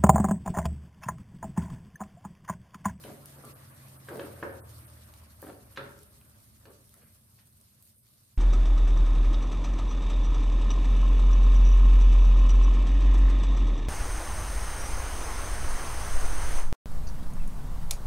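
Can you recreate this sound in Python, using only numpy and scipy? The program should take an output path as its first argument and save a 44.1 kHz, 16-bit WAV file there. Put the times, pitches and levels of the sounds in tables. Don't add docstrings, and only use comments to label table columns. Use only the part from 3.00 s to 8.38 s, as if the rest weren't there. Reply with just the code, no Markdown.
import sys
import numpy as np
from scipy import signal
from scipy.fft import rfft, irfft, next_fast_len
from scipy.io import wavfile
from scipy.ndimage import uniform_filter1d, map_coordinates

SR = 44100
rng = np.random.default_rng(int(sys.argv[2]) if len(sys.argv) > 2 else 0)


def store_pcm(level_fs):
    pcm = np.round(np.clip(level_fs, -1, 1) * 32767).astype(np.int16)
    wavfile.write(sys.argv[1], SR, np.atleast_2d(pcm).T)


N = 237070
TOP_HZ, MIDS_TOP_HZ = 16300, 7930


def amp(db):
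    return 10 ** (np.asarray(db) / 20)


def unit(x):
    return x / np.sqrt(np.mean(x ** 2) + 1e-20)


def unit_start(x, size):
    return x / np.sqrt(np.mean(x[:size] ** 2))


def along(points, hz):
    freqs, values = np.transpose(points)
    return np.interp(np.log(hz + 1), np.log(freqs + 1), values)


def bump(hz, centre_hz, width):
    return np.exp(-(np.log((hz + 1) / centre_hz) / width) ** 2)


def wobble(rate):
    values = rng.standard_normal(int(N * rate / SR) + 4)
    return map_coordinates(values, [np.arange(N) * rate / SR])


def filtered(x, response):
    n = x.shape[-1]
    padded = next_fast_len(n + SR // 10)
    return irfft(rfft(x, padded) * response(np.fft.rfftfreq(padded, 1 / SR)), padded)[..., :n]


def coloured(x, spectrum):
    return unit(filtered(x, lambda hz: amp(along(spectrum, hz))))


def add(track, s, sound):
    part = track[:, max(round(s * SR), 0):][:, :sound.shape[-1]]
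    part += sound[..., :part.shape[-1]]


def diffuse(n):
    # (frequency [Hz], likeness [1 = the same])
    likeness = [(25, 0.15), (80, 1), (250, 0.77), (500, 0.45), (1000, 0.00089), (3000, -0.15)]
    turn = lambda hz: np.arccos(np.clip(along(likeness, hz), -1, 1)) / 2
    shares = lambda hz: np.array([np.cos(turn(hz)), np.sin(turn(hz))])
    mid, side = filtered(rng.standard_normal((2, n)), shares)
    return np.array([mid + side, mid - side])


def kitchen(x, echo_db):
    # (frequency [Hz], time to fade by 60 dB [s])
    fade_times = [(100, 0.54), (450, 0.63), (1500, 0.51), (3000, 0.39), (12000, 0.24)]
    hz, t, bands = signal.stft(diffuse(SR // 2), SR, nperseg=256)
    tail = signal.istft(bands * amp(-60 * t / along(fade_times, hz)[:, None]), SR, nperseg=256)[1]
    tail *= 1 - np.exp(-np.arange(tail.shape[1]) / SR / 0.00016)
    response = amp(echo_db) * tail / np.linalg.norm(tail[0])
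    response[:, 0] += 1
    return signal.fftconvolve(x[None], response, axes=1)


def crackle(rate, spread_db):
    size = amp(spread_db * np.minimum(rng.exponential(size=N), 4))
    return unit((rng.random(N) < rate / SR) * size * rng.choice([-1, 1], N))


def patchy(x, depth_db):
    bands = signal.stft(x, nperseg=512)[2]
    swells = uniform_filter1d(rng.standard_normal(bands.shape[1:]), size=7, axis=0)
    swells = unit(uniform_filter1d(swells, size=5, axis=1))
    return unit(signal.istft(bands * amp(depth_db * swells), nperseg=512)[1][:, :N])


def frying_db():
    # (peak time [s], level [dB], dying time [s])
    flares = [(0.04, -54, 0.1), (0.28, -59, 0.059), (0.461, -58.5, 0.2), (0.9, -57.5, 0.088),
              (1.16, -54.5, 0.29), (1.72, -58, 0.25), (2.434, -54.5, 0.076), (4.84, -65, 0.062)]
    start_db, fade_db_per_s = -60, 0.98
    lift_s, lift_takes_s, lift_drop_db = 4.92, 0.028, 2
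    t = np.arange(N) / SR
    lifted = np.clip((t - lift_s) / lift_takes_s + .5, 0, 1)
    power = amp(start_db - fade_db_per_s * t - lift_drop_db * lifted) ** 2
    for s, db, dying_s in flares:
        away = np.maximum(t - s, (s - t) / 0.45)
        power += (amp(db) * np.exp(-away / dying_s)) ** 2
    return 10 * np.log10(power)


def sizzle():
    # (frequency [Hz], level [dB])
    fizz = [(1500, -16), (2400, -12.5), (3400, -10), (4300, -6), (7400, -9), (7900, -7), (8600, 0.5),
            (10000, -2.5), (12000, 0.5), (13700, -2.5), (15000, -13.5), (16000, -28)]
    flutter_db = .7 * wobble(45)
    near = sum(kitchen(crackle(rate=300, spread_db=6.5), echo_db=7)[:, :N] for _ in range(4))
    hiss = patchy(coloured(diffuse(N), fizz) + coloured(near, fizz), depth_db=1.7)
    lower_half = filtered(hiss, lambda hz: hz < MIDS_TOP_HZ)
    flicker_db = 1.6 * wobble(32)
    hiss += lower_half * (amp(flicker_db) - 1)
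    return amp(frying_db() + flutter_db) * hiss * amp([[.6], [1.6]])


def churning():
    # (frequency [Hz], level [dB])
    paste = [(150, -3), (300, 8), (420, -5.5), (600, 8.5), (760, -0.5), (1100, 5.5), (1550, 1.5),
             (2400, -4), (4000, -11.5), (8000, -40), (16000, -39)]
    peak_s, peak_db, build_db_per_s, ease_db_per_s = 1.43, -58.5, 2, 5.5
    late_s = np.arange(N) / SR - peak_s
    churn_db = peak_db - np.maximum(ease_db_per_s * late_s, -build_db_per_s * late_s)
    flutter_db = 1.3 * wobble(22)
    return amp(churn_db + flutter_db) * patchy(coloured(diffuse(N), paste), depth_db=2.5)


def engine():
    # (time [s], cycle rate [Hz])
    revs = [(0, 24), (.7, 22.5), (1.1, 21.8), (1.5, 20.6), (2.2, 19.3), (2.6, 18.4), (5.38, 16)]
    # (pitch [multiple of the cycle rate], level [dB])
    tones = [(3, -10), (4, 3.5), (5, 1), (6, 1), (7, -15.5), (11, -19.5)]
    nearest_s, pass_s, nearest_db, db_per_hz = 1.71, 0.35, -50.5, 2
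    t = np.arange(N) / SR
    cycle_hz = np.interp(t, *np.transpose(revs))
    distance = np.hypot(1, (t - nearest_s) / pass_s)
    speed_db = db_per_hz * (cycle_hz - np.interp(nearest_s, t, cycle_hz))
    level_db = nearest_db - 20 * np.log10(distance) + speed_db
    phase = 2 * np.pi * np.cumsum(cycle_hz * (1 + 0.00337 * wobble(5.6))) / SR
    tilt_db = 16.0 * np.maximum(cycle_hz - 20.5, -1.4)
    waver_db = np.array([2.2 * wobble(4) for _ in tones])
    gains = amp(waver_db + np.array([db + tilt_db * np.log2(min(k, 6)) for k, db in tones]))
    waves = np.array([np.sin(k * phase + 2 * np.pi * rng.random()) for k, _ in tones])
    drone = unit(np.sum(gains * waves, axis=0) / np.linalg.norm(gains, axis=0))
    return amp(level_db) * drone


def street_rumble():
    # (frequency [Hz], level [dB])
    rumble = [(20, -53), (40, -15), (60, -13.5), (82, -0.5), (125, -2.5), (165, -13), (225, -9),
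              (270, -22.5), (400, -25), (1000, -49.5)]
    start_db, hold_s, fade_db_per_s = -58.5, 3.1, 4
    level_db = start_db - fade_db_per_s * np.maximum(np.arange(N) / SR - hold_s, 0)
    return amp(level_db) * coloured(diffuse(N), rumble)


def ring(tones, scatter_db):
    wander_hz = 3.15
    t = np.arange(SR // 2) / SR
    hz, db, fade_s = np.transpose(tones)[:, :, None]
    size = amp(db + scatter_db * rng.standard_normal(hz.shape))
    size[::2] *= -1
    drift = np.cumsum(rng.standard_normal((len(hz), len(t))), axis=1)
    waves = np.sin(2 * np.pi * hz * t + drift * np.sqrt(2 * np.pi * wander_hz / SR))
    return np.sum(size * amp(-60 * t / fade_s) * waves, axis=0) / np.sqrt(np.sum(size ** 2) / 2)


def wok_tones(place):
    # (pitch [Hz], level hit in the middle [dB], level hit on the side [dB], time to fade by 60 dB [s])
    wok = [(131.8, -36, 1.5, 0.47), (226, -20, -2, 0.48), (282.3, -2, -11, 0.36), (315, -1, -4.5, 0.21),
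           (356, 11, -19, 0.18), (407.7, -5, 9, 0.33), (429, -1.5, 4, 0.25), (446, 10.5, -25, 0.35),
           (542.6, 4.5, 4, 0.29), (571.5, 1.5, -1, 0.44), (586.4, -6.5, -8, 0.15), (592, 5, -13, 0.25),
           (719, -6, -32, 0.37), (919, -2.5, -5, 0.5), (1031, 2, -29, 0.092), (1194, -5, -16, 0.13),
           (1340, -13, 2.5, 0.34), (1440, -34, 2, 0.4), (1600, -3, -1, 0.17), (1776, -15, -3, 0.22)]
    return [(hz, (1 - place) * middle + place * side, fade_s) for hz, middle, side, fade_s in wok]


def knocks():
    # (time [s], clack [dB], thud [dB], hardness [Hz], place [0 = middle, 1 = side])
    blows = [(0.038, -52, -59.5, 4540, 0.81), (0.0455, -54, -52, 420, 0.56),
             (1.0856, -46, -48.5, 2620, 0.58), (1.112, -51, -48, 905, 0.13), (1.195, -45, -47, 3600, 0.22),
             (1.232, -63, -55, 900, 0.1), (1.4267, -37, -43.5, 1840, 0.083),
             (1.4333, -47, -40, 1390, 0.015), (1.4483, -55, -50, 1490, 0.072),
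             (2.4263, -56.5, -48, 1700, 0.38), (2.7733, -39, -43, 3900, 0.9),
             (2.777, -45.5, -52.5, 2400, 0.98), (3.654, -59, -60.5, 5550, 0.58)]
    # (pitch [Hz], level [dB], time to fade by 60 dB [s])
    wood = [(1083, 13.5, 0.0057), (1250, 7, 0.015), (1577, 13, 0.0082), (1794, 5.5, 0.014),
            (2560, 1.5, 0.014), (3010, 0.5, 0.012), (4004, 4, 0.012)]
    crack_fade_s, bite_s, shove_half_s = 0.035, 0.0004, 0.0007
    out, t = np.zeros((2, N)), np.arange(SR // 2) / SR
    small_blade = signal.butter(2, 1100, "highpass", fs=SR, output="sos")
    bite = 1 - np.exp(-t / bite_s)
    push_time = t / shove_half_s - 2
    push = (1 - 2 * push_time ** 2) * np.exp(-push_time ** 2)
    for s, clack_db, thud_db, hard_hz, place in blows:
        cushion = signal.butter(4, hard_hz, fs=SR, output="sos")
        burst = 0.66 * amp(-60 * t / crack_fade_s) * rng.standard_normal(len(t))
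        crack = signal.sosfilt(small_blade, burst)
        clack = signal.sosfilt(cushion, bite * (ring(wood, scatter_db=0) + crack))
        shove = 6 * (1 - 1.05 * place) * push
        thud = signal.sosfilt(cushion, ring(wok_tones(place), scatter_db=1.3) + shove)
        add(out, s, kitchen(amp(clack_db) * unit_start(clack, SR // 100), echo_db=0.5))
        add(out, s, kitchen(amp(thud_db) * unit_start(thud, SR // 30), echo_db=-2.5))
    return out


def spits():
    # (time [s], peak level [dB], pitch [Hz])
    pops = [(0.039, -43, 10500), (0.2577, -36, 10500), (0.451, -41.5, 10400), (1.156, -50, 13500),
            (2.138, -45, 2400), (2.419, -38, 12800), (2.99, -47.5, 5735), (3.032, -44, 10000),
            (3.213, -49.5, 2500), (4.472, -51.5, 8600), (3.893, -46.5, 9830), (3.941, -45, 10300),
            (4.612, -47, 9500), (4.825, -44, 11900), (5.068, -54, 11600)]
    fade_s, broad_db = 0.013, -9.5
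    out, t = np.zeros((2, N)), np.arange(SR // 20) / SR
    for s, db, pitch_hz in pops:
        burst = rng.standard_normal(len(t)) * amp(-60 * t / fade_s)
        pocket = lambda hz: bump(hz, pitch_hz, width=0.21) + amp(broad_db) * bump(hz, pitch_hz, width=2)
        tick = kitchen(filtered(burst, lambda hz: pocket(hz) * (hz < TOP_HZ)), echo_db=-4)
        add(out, s, amp(db) * tick / np.abs(tick).max())
    return out


def click_cluster(n, rate, noise, taper):
    clicks = (rng.random(n) < rate / SR) * rng.standard_normal(n)
    return (unit(clicks) + noise * rng.standard_normal(n)) * signal.windows.tukey(n, taper)


def scrapes():
    # (start [s], length [s], rasp [dB], grit [dB], judder pitch [Hz])
    strokes = [(0.044, 0.083, -49, -64, 277), (0.359, 0.058, -59, -72.5, 550),
               (0.422, 0.087, -55.5, -74.5, 390), (1.1, 0.11, -45, -64, 398),
               (1.188, 0.106, -47, -61.5, 460), (1.277, 0.22, -58.5, -69, 520),
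               (2.432, 0.074, -54, -62.5, 305), (2.476, 0.0625, -50, -62.5, 595),
               (2.781, 0.11, -54.5, -62, 414), (3.663, 0.06, -59, -80, 396),
               (3.959, 0.088, -70.5, -76, 523)]
    # (frequency [Hz], level [dB])
    rasp_tone = [(60, -19), (175, 1.5), (275, 2.5), (420, -2), (580, 0), (780, -5), (1300, -22),
                 (4000, -74)]
    # (frequency [Hz], level [dB])
    grit_tone = [(300, -60), (800, -7), (1350, 3.5), (2100, 0), (2700, -5.5), (4500, -9.5), (7000, -32),
                 (16000, -55)]
    out = np.zeros((2, N))
    for s, length, rasp_db, grit_db, judder_hz in strokes:
        n = int(length * SR)
        slips = np.pad(click_cluster(n, rate=750, noise=0.39, taper=.25), (0, SR // 4))
        judder = lambda hz: 1 + amp(-0.5) * bump(hz, judder_hz, width=0.32)
        rasp = unit(filtered(coloured(slips, rasp_tone), judder))
        ringing = ring(wok_tones(place=0.22), scatter_db=-5)
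        metal = unit(signal.fftconvolve(rasp, ringing)[:len(rasp)])
        drag = amp(rasp_db) * unit_start(rasp + amp(-10) * metal, n)
        grit = amp(grit_db) * unit_start(coloured(slips, grit_tone), n)
        add(out, s, kitchen(drag + grit, echo_db=-5))
    return out


def squelches():
    # (start [s], length [s], level [dB], pocket pitch [Hz])
    pockets = [(0.432, 0.025, -57, 1190), (3.663, 0.04, -70.5, 1200), (3.934, 0.016, -70, 1450),
               (3.968, 0.16, -78.5, 1630), (4.374, 0.055, -72, 1830)]
    out = np.zeros((2, N))
    for s, length, db, pitch_hz in pockets:
        n = int(length * SR)
        clicks = np.pad(click_cluster(n, rate=700, noise=0.57, taper=.7), (0, SR // 20))
        width = 0.073 * (pitch_hz / 1000) ** 4.5
        squelch = unit_start(filtered(clicks, lambda hz: bump(hz, pitch_hz, width)), n)
        add(out, s, kitchen(amp(db) * squelch, echo_db=0.5))
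    return out


def dipped(x):
    # (time [s], half length [s], depth [dB], lower edge [Hz])
    dips = [(0.543, 0.0094, 16, 1570), (0.984, 0.011, 12, 1900), (1.622, 0.016, 38, 1970),
            (1.866, 0.013, 15, 2950), (4.998, 0.035, 8, 700)]
    t = np.arange(N) / SR
    for s, half_s, depth_db, low_hz in dips:
        band = lambda hz: 1 / (1 + (low_hz / (hz + 1)) ** 10) / (1 + (hz / MIDS_TOP_HZ) ** 40)
        dip_db = depth_db * np.exp(-((t - s) / half_s) ** 2)
        x = x - filtered(x, band) * (1 - amp(-dip_db))
    return x


def lead_in():
    start_s, length_s, level_db = 2.757, 0.019, -54
    out, n = np.zeros((2, N)), int(length_s * SR)
    burst = rng.standard_normal(n) * signal.windows.tukey(n, .5)
    hiss = unit(filtered(burst, lambda hz: bump(hz, centre_hz=2220, width=0.8)))
    add(out, start_s, kitchen(amp(level_db) * hiss, echo_db=-6))
    return out


def scene():
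    short_sounds = knocks() + lead_in() + scrapes() + squelches() + spits()
    long_sounds = sizzle() + churning() + engine() + street_rumble()
    return dipped(short_sounds + long_sounds)


def record(dry):
    return filtered(dry, lambda hz: hz < TOP_HZ)


dry = scene()
out = record(dry)
store_pcm(out)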